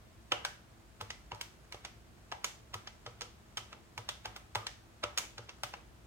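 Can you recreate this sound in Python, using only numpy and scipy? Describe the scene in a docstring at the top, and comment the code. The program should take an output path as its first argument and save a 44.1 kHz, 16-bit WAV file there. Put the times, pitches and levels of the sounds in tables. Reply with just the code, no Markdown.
"""Desk calculator keys

A finger works the plastic keys of a calculator lying on a paper planner, close to a phone.
Each key scrapes in its guide, bottoms out with a clack that rings case and room and thumps the desk,
then springs back with a brighter click. The small, quiet room answers every click over the soft
brush of the hand, a low rumble and a faint motor hum."""
import sys
import numpy as np
from scipy import signal
from scipy.fft import rfft, irfft, next_fast_len
from scipy.io import wavfile

SR = 44100
rng = np.random.default_rng(int(sys.argv[2]) if len(sys.argv) > 2 else 0)


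def wrap_up_sound(samples):
    """Save the sound to the file named by the first command line argument, as 16-bit audio."""
    columns = np.atleast_2d(samples).T
    # keep every value between -1 and 1, then stretch to whole-number steps
    tamed = np.clip(columns, -1, 1)
    steps = np.round(tamed * 32767).astype(np.int16)
    wavfile.write(sys.argv[1], SR, steps)


N = 267290


def undb(db):
    """Decibels to gain."""
    return 10 ** (np.asarray(db) / 20)


def rms(x):
    """Root mean square."""
    return np.sqrt(np.mean(x ** 2)) + 1e-12


def clock(length_s):
    """Sample times over a stretch."""
    return np.arange(int(length_s * SR)) / SR


def fade(t, t60):
    """Exponential decay, 60 dB in t60 seconds."""
    return np.exp(-np.log(1000) * t / t60)


def swell(centre_s, width_s):
    """A smooth rise and fall, 1 at its centre."""
    return np.exp(-((np.arange(N) / SR - centre_s) / width_s) ** 2)


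def bump(f, hz, width_hz):
    """Shape of one resonance, 1 at its centre."""
    return 1 / (1 + (2 * (f - hz) / width_hz) ** 2)


def along(points, hz):
    """Read (Hz, value) points on a log-frequency axis."""
    f, value = np.transpose(points)
    return np.interp(np.log(np.maximum(hz, 1)), np.log(f), value)


def colour(x, points, depth=1, lag_s=0):
    """EQ by (Hz, dB) points scaled by depth, with an optional delay."""
    size = next_fast_len(x.shape[-1])
    f = np.arange(size // 2 + 1) * SR / size
    response = undb(depth * along(points, f)) * np.exp(-2j * np.pi * f * lag_s)
    return irfft(rfft(x, size) * response, size)[..., :x.shape[-1]]


def add(track, start_s, x):
    """Mix a sound in at a time."""
    i = int(start_s * SR)
    track[..., i:i + x.shape[-1]] += x[..., :N - i]


# keys hitting their stop:
# start_s, key, strength_db, bright_db_per_octave, snap_db, cap_hz, cap_db, scrape_db
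PRESSES = [(0.319, "+", -36.5, -1.5, -0.5, 2920, 10.5, -43), (1.011, "1", -47.5, 0.5, 4, 1150, 5, -42),
           (1.318, "8", -49, -3, -9, 930, 9.5, -43.5), (1.7232, "3", -50.5, 2, 0, 2200, 6.5, -51),
           (2.3223, "+", -47.5, -2.5, -2, 860, 11, -41.5), (2.7415, "2", -46, 1.3, 1, 1240, 9.5, -38),
           (3.063, "0", -50, 0.5, -7, 1280, 4.5, -51), (3.5763, "+", -45, 1.2, -0.5, 1200, 6, -58),
           (3.9772, "1", -47, .5, 2, 1000, 2, -54), (4.2557, "6", -45, -1.1, 2, 865, 2, -37.5),
           (4.5543, "1", -40, -2.3, 9, 1200, 8, -55), (5.039, "+", -40, -2, -2, 1270, 3, -29),
           (5.3805, "2", -50.5, 1.8, -11, 1480, 8.5, -49), (5.634, "6", -40.5, 1, 4, 1530, 0.5, -56)]
# tone of a press, against its strength: level_db for each register (body, knock, clack, tick, edge)
PRESS_TONE = [-11.5, 0, 0, -4.5, -16]
# hollow knock of the calculator's foot, against the thump: level_db for each register
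FOOT_TONE = [-7, -2.5, -21, -32, -42]


def presses(clicks, desk, left_keys="0124578", rock_db=9.5):
    """Keys bottom out: mixes in their scrapes and thumps, returns blows as (start_s, ring, taps)."""
    blows = []
    for start_s, key, strength_db, bright_db, snap_db, cap_hz, cap_db, scrape_db in PRESSES:
        rocks = key in left_keys  # keys on the left rock the calculator more
        thump_db = -60 + 0.63 * (strength_db + 46) + rock_db * rocks  # a medium press is -46 dB
        add(clicks, *scrape(start_s, scrape_db, rise_s=0.0039, rub_db=-39, rub_s=0.008))
        add(desk, start_s + 0.0036, undb(thump_db) * thump())
        ring = click_ring(blow_levels(PRESS_TONE, strength_db, bright_db, snap_db), cap_hz, cap_db)
        # a loosely held key sounds brighter and chatters longer
        chatter_t60 = 0.023 * 2 ** (bright_db / 5.5)
        taps = chatter(chatter_t60, strike_db=-9, seat_s=0.0028, seat_db=-11)
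        blows.append((start_s, ring, taps))
        if rocks:  # the foot lands a moment later
            ring = click_ring(np.array(FOOT_TONE) + thump_db, peak_hz=480, peak_db=5.5)
            taps = chatter(t60=0.03, strike_db=-0.5, seat_s=0.0034, seat_db=-19)
            blows.append((start_s + 0.011, ring, taps))
    return blows


# keys springing back: start_s, strength_db, bright_db_per_octave, snap_db, cap_hz, cap_db
RELEASES = [(0.4487, -38.5, 0, 3.5, 1560, 11), (1.1035, -46, 1, -4, 2000, 6),
            (1.411, -44, .5, 7.5, 2100, 1), (1.849, -47, 0, -1, 2400, 2.5), (2.4433, -38, 0.54, 6, 7000, 7),
            (2.873, -49.5, -0.3, -5, 1560, 3), (3.2173, -46.5, 1.8, -5, 480, 14),
            (3.728, -53, -4, -1, 1360, 2), (4.089, -41.5, 0.5, 3, 3550, 6.5),
            (4.362, -51, -1.5, 11.5, 1390, 7), (4.667, -43, 2.2, -5, 1820, 6.5),
            (5.175, -37, 2.5, 2.5, 2420, 5.5), (5.183, -40, -.2, 12, 6800, 11),
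            (5.492, -51, 0, -11, 1350, 4), (5.738, -49.5, -4, -1, 2520, 5.5)]
# tone of a release, against its strength: level_db for each register
RELEASE_TONE = [-15, -3, -0.5, -2.5, -17.5]


def releases(clicks):
    """Keys spring back against the face plate: mixes in their scrapes, returns their blows."""
    blows = []
    for start_s, strength_db, bright_db, snap_db, cap_hz, cap_db in RELEASES:
        add(clicks, *scrape(start_s, level_db=-49.5, rise_s=0.0036, rub_db=-16.5, rub_s=0.086))
        ring = click_ring(blow_levels(RELEASE_TONE, strength_db, bright_db, snap_db), cap_hz, cap_db)
        taps = chatter(t60=0.028, strike_db=-18, seat_s=0.0015, seat_db=-7.5)
        blows.append((start_s, ring, taps))
    return blows


# taps of a tilted key's edge: start_s, strength_db, bright_db_per_octave, cap_hz
EDGE_TAPS = [(0.321, -45, -4, 1400), (1.347, -64, 4.5, 800), (1.744, -57, -2, 1150),
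             (2.3162, -53, -.5, 1650), (3.209, -49, 1.5, 1320), (3.5706, -49, 3, 3100),
             (4.5495, -47.5, 0.5, 1210)]
# tone of an edge tap, against its strength: level_db for each register
EDGE_TONE = [-4, -1.5, 0, -0.5, -18]


def edge_taps():
    """A key pushed off-centre tilts, and one edge taps just before or after the main blow."""
    blows = []
    for start_s, strength_db, bright_db, cap_hz in EDGE_TAPS:
        ring = click_ring(blow_levels(EDGE_TONE, strength_db, bright_db), cap_hz, peak_db=10)
        taps = chatter(t60=0.019, strike_db=-6.5, seat_s=0.0027, seat_db=-20)
        blows.append((start_s, ring, taps))
    return blows


# the five registers of a click (body, knock, clack, tick, edge): centre_hz, width_hz
REGISTERS = [(450, 450), (1100, 900), (2600, 2400), (6000, 5000), (12500, 7000)]


def blow_levels(tone_db, strength_db, bright_db, snap_db=0):
    """Register levels: a harder contact tilts them upwards, a sharp corner adds snap to the highest."""
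    hz = np.transpose(REGISTERS)[0]
    octaves = np.log2(hz / np.median(hz))
    return np.array(tone_db) + strength_db + bright_db * octaves + snap_db * (hz == hz.max())


# resonances of the plastic case and the small room that colour each click: pitch_hz, width_hz, gain_db
CLICK_RESONANCES = [(361, 42, 5.5), (467, 55, 4.5), (492, 43, 5), (589.3, 29, 10), (710, 37, -0.5),
                    (742, 3.2, 10), (817, 65, 6), (874, 18, 5.5), (981, 25, 6), (1130, 70, -1),
                    (1287, 105, 4), (1423, 18, -4), (1760, 125, -2), (2034, 15, 5.5), (2260, 150, 3.5),
                    (2674, 37, 6), (2874, 174, 4), (3090, 50, 6.5), (3410, 770, 6), (4330, 1630, 2),
                    (5840, 2100, 6), (7070, 130, 2.5), (8100, 380, 4), (10100, 3300, 0.5),
                    (13100, 2800, 4.5)]


def click_ring(levels_db, peak_hz, peak_db, attack_s=0.008, low_cut_hz=320, size=4096):
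    """The ring of case and room after one tap, with a peak for the key cap or foot that strikes."""
    f = np.arange(size // 2 + 1) * SR / size
    hz, width_hz = np.transpose(REGISTERS)
    # a register's level is its power over the attack, spread across its width
    db = along(np.c_[hz, levels_db + 10 * np.log10(attack_s * SR * SR / 2 / width_hz)], f)
    db += sum(gain_db * bump(f, centre, width) for centre, width, gain_db in CLICK_RESONANCES)
    db += peak_db * bump(f, peak_hz, 0.19 * peak_hz)
    # so small a case radiates little bass
    gain = undb(db) * (f + 1) ** 3 / np.hypot(f ** 3, low_cut_hz ** 3)
    # minimum phase: a sudden start, then the resonances die away
    cepstrum = irfft(np.log(gain + 1e-7))
    cepstrum[1:size // 2] *= 2
    cepstrum[size // 2 + 1:] = 0
    return irfft(np.exp(rfft(cepstrum)))


def chatter(t60, strike_db, seat_s, seat_db, grain_db=2.5, grip_s=0.0008):
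    """A loose part strikes, chatters in ever smaller taps and seats with a second blow; unit energy."""
    t = clock(0.03)
    taps = rng.standard_normal(len(t)) * undb(grain_db * rng.exponential(size=len(t)))
    # the chatter builds while the part tilts onto its stop and dies as it seats
    taps *= (1 - np.exp(-t / grip_s)) * fade(np.maximum(t - seat_s / 2, 0), t60)
    taps /= np.linalg.norm(taps)
    taps[int(grip_s * SR)] += undb(strike_db)
    taps[int(seat_s * (0.7 + 0.6 * rng.random()) * SR)] -= undb(seat_db)
    return taps / np.linalg.norm(taps)


def scrape(blow_s, level_db, rise_s, rub_db, rub_s):
    """A key rubs along its guide in tiny slips that swell up to the blow; returns start and sound."""
    t = clock(0.045)
    slips = rng.standard_normal(len(t)) * undb(2 * rng.exponential(size=len(t)))
    slips = colour(slips, [(200, -51), (500, -2), (1300, -1.5), (3300, -1), (7000, -17.5), (15000, -38)])
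    envelope = np.exp(-t / rise_s) + undb(rub_db) * np.exp(-t / rub_s)
    rub = undb(level_db) * slips / rms(slips) * envelope
    return blow_s - t[-1], rub[::-1]


def thump(hz=108, rise_s=0.007, t60=0.22):
    """The finger's push rocks calculator and desk."""
    t = clock(0.3)
    pitch_hz = hz * (1 + 0.052 * rng.standard_normal())
    envelope = (1 - np.exp(-(t / rise_s) ** 2)) * fade(t, t60)
    thud = np.sin(2 * np.pi * pitch_hz * t) * envelope
    return thud / rms(thud[:int(0.04 * SR)])


def hand(grain_db=3, rest_db=-73.5, press_db=-81, slide_db=-56):
    """The hand brushes softly over keys and page all the time, and more around each press."""
    grains = np.repeat(rng.standard_normal(N // 256 + 1), 256)[:N]
    friction = rng.standard_normal(N) * undb(grain_db * grains)
    brush = colour(friction, [(150, -10), (450, -3), (1300, -9), (3500, -18),
                              (8000, -14.5), (15000, -50)])
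    pressing = sum(swell(start_s, width_s=0.18) for start_s, *_ in PRESSES)
    slide = swell(centre_s=5.23, width_s=0.033)  # the finger slides off a key
    return brush / rms(brush) * (undb(rest_db) + undb(press_db) * pressing + undb(slide_db) * slide)


def echo(tail_db=-6.5, desk_db=-9, ceiling_db=-17, t60=0.37, treble_t60=0.33, ceiling_s=0.0076):
    """One click's stereo echoes: scatter off the desk, a ceiling bounce, then a diffuse tail."""
    t = clock(0.45)
    noise, scatter = rng.standard_normal((2, 2, len(t)))
    dull = colour(noise, [(5000, 0.5), (14000, -35)])
    build_up = np.clip((t - 0.003) / 0.0081, 0, 1)
    tail = (dull * fade(t, t60) + (noise - dull) * fade(t, treble_t60)) * build_up
    desk = scatter * fade(t, 0.018) * (t > 0.0005)
    ceiling = noise * fade(np.abs(t - ceiling_s), 0.024)
    layers = [(tail_db, tail), (desk_db, desk), (ceiling_db, ceiling)]
    return sum(undb(db) * x / np.linalg.norm(x[0]) for db, x in layers)


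# colour of the room's reverb: frequency_hz, gain_db
ROOM_EQ = [(150, -8), (400, 1.5), (900, 1), (2000, 0.5), (3200, -3.5), (6000, -1.5), (9000, 1), (15000, -3)]


def room(blows):
    """The small room answers each click; its long waves reach both microphones alike."""
    echoes = np.zeros((2, N))
    for start_s, ring, _ in blows:
        add(echoes, start_s, signal.fftconvolve(ring[None], echo()))
    left, right = colour(echoes, ROOM_EQ)
    mid = colour((left + right) / 2, [(250, 2), (900, 0)])
    side = colour((left - right) / 2, [(250, -10), (900, 0.5)])
    return np.array([mid + side, mid - side])


# spectrum of the room tone: frequency_hz, gain_db
AIR_EQ = [(15, -47), (25, -30), (44, -2.5), (64, 2), (82, -5.5), (117, -5.5), (285, -16), (335, -14),
          (531, -22.5), (659, -17.5), (796, -23), (1370, -25), (2050, -27.5), (3080, -30), (16000, -43)]
# further colour of its stereo side signal: frequency_hz, gain_db
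AIR_SIDE_EQ = [(60, -9.5), (110, -10), (200, -2), (380, -2), (700, 0), (1290, 3.5), (2380, 0.5),
               (4400, 0.5), (8120, 2.5), (15000, -0.5)]


def room_tone(level_db=-59.5, side_db=-1.5):
    """A low rumble near the centre under a thin, wide hiss."""
    mid, side = colour(rng.standard_normal((2, N)), AIR_EQ)
    side = undb(side_db) * colour(side, AIR_SIDE_EQ)
    return np.array([mid + side, mid - side]) * undb(level_db) / rms(mid)


# partials of the motor hum: pitch_hz, level_db
HUM_PARTIALS = [(55.6, -73.5), (111.3, -70), (222.6, -75), (334, -75.5)]


def motor_hum(waver_rad=0.24):
    """A faint motor hums, its partials wavering slightly together."""
    t = np.arange(N) / SR
    drift = np.interp(t, np.linspace(0, t[-1], 20), rng.standard_normal(20))
    hum = np.zeros(N)
    for k, (hz, level_db) in enumerate(HUM_PARTIALS, start=1):
        phase = 2 * np.pi * (hz * t + rng.random()) + waver_rad * drift * k
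        hum += np.sqrt(2) * undb(level_db) * np.sin(phase)
    return hum


# colour of the left microphone port, mirrored more gently on the right: frequency_hz, gain_db
PORT_EQ = [(300, -2.5), (600, 0), (900, 2), (1100, 0), (1320, 3.5), (1750, 2.5), (2300, -5.5), (2900, -0.5),
           (5000, -0.5), (8500, -4), (13000, 0.5)]


def phone_ports(near, lag_s=0.00011, spread_rad=1.65, treble_hz=7000):
    """The calculator lies to the right, so the phone's left port hears it a little later."""
    left = colour(near, PORT_EQ, lag_s=lag_s)
    right = colour(near, PORT_EQ, depth=-0.4)
    # short waves scatter round the phone's body: their phase at the far port wanders with frequency
    f = np.arange(N // 2 + 1) * SR / N
    wander = np.interp(f, np.linspace(0, SR / 2, 36), rng.standard_normal(36))
    phase = spread_rad * wander * np.minimum(f / treble_hz, 1) ** 2
    return np.array([irfft(rfft(left) * np.exp(1j * phase), N), right])


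def scene():
    """Key clicks and the hand up close, over desk thumps, reverb, room tone and hum."""
    clicks, desk = np.zeros(N), np.zeros(N)
    blows = presses(clicks, desk) + releases(clicks) + edge_taps()
    for start_s, ring, taps in blows:
        add(clicks, start_s, signal.fftconvolve(ring, taps))
    reverb = room(blows)
    return phone_ports(clicks + hand()) + desk + reverb + room_tone() + motor_hum()


def record(dry):
    """The phone cuts the top above 16 kHz."""
    return signal.sosfilt(signal.ellip(10, 0.2, 70, 16000, fs=SR, output="sos"), dry)


dry = scene()
out = record(dry)
wrap_up_sound(out)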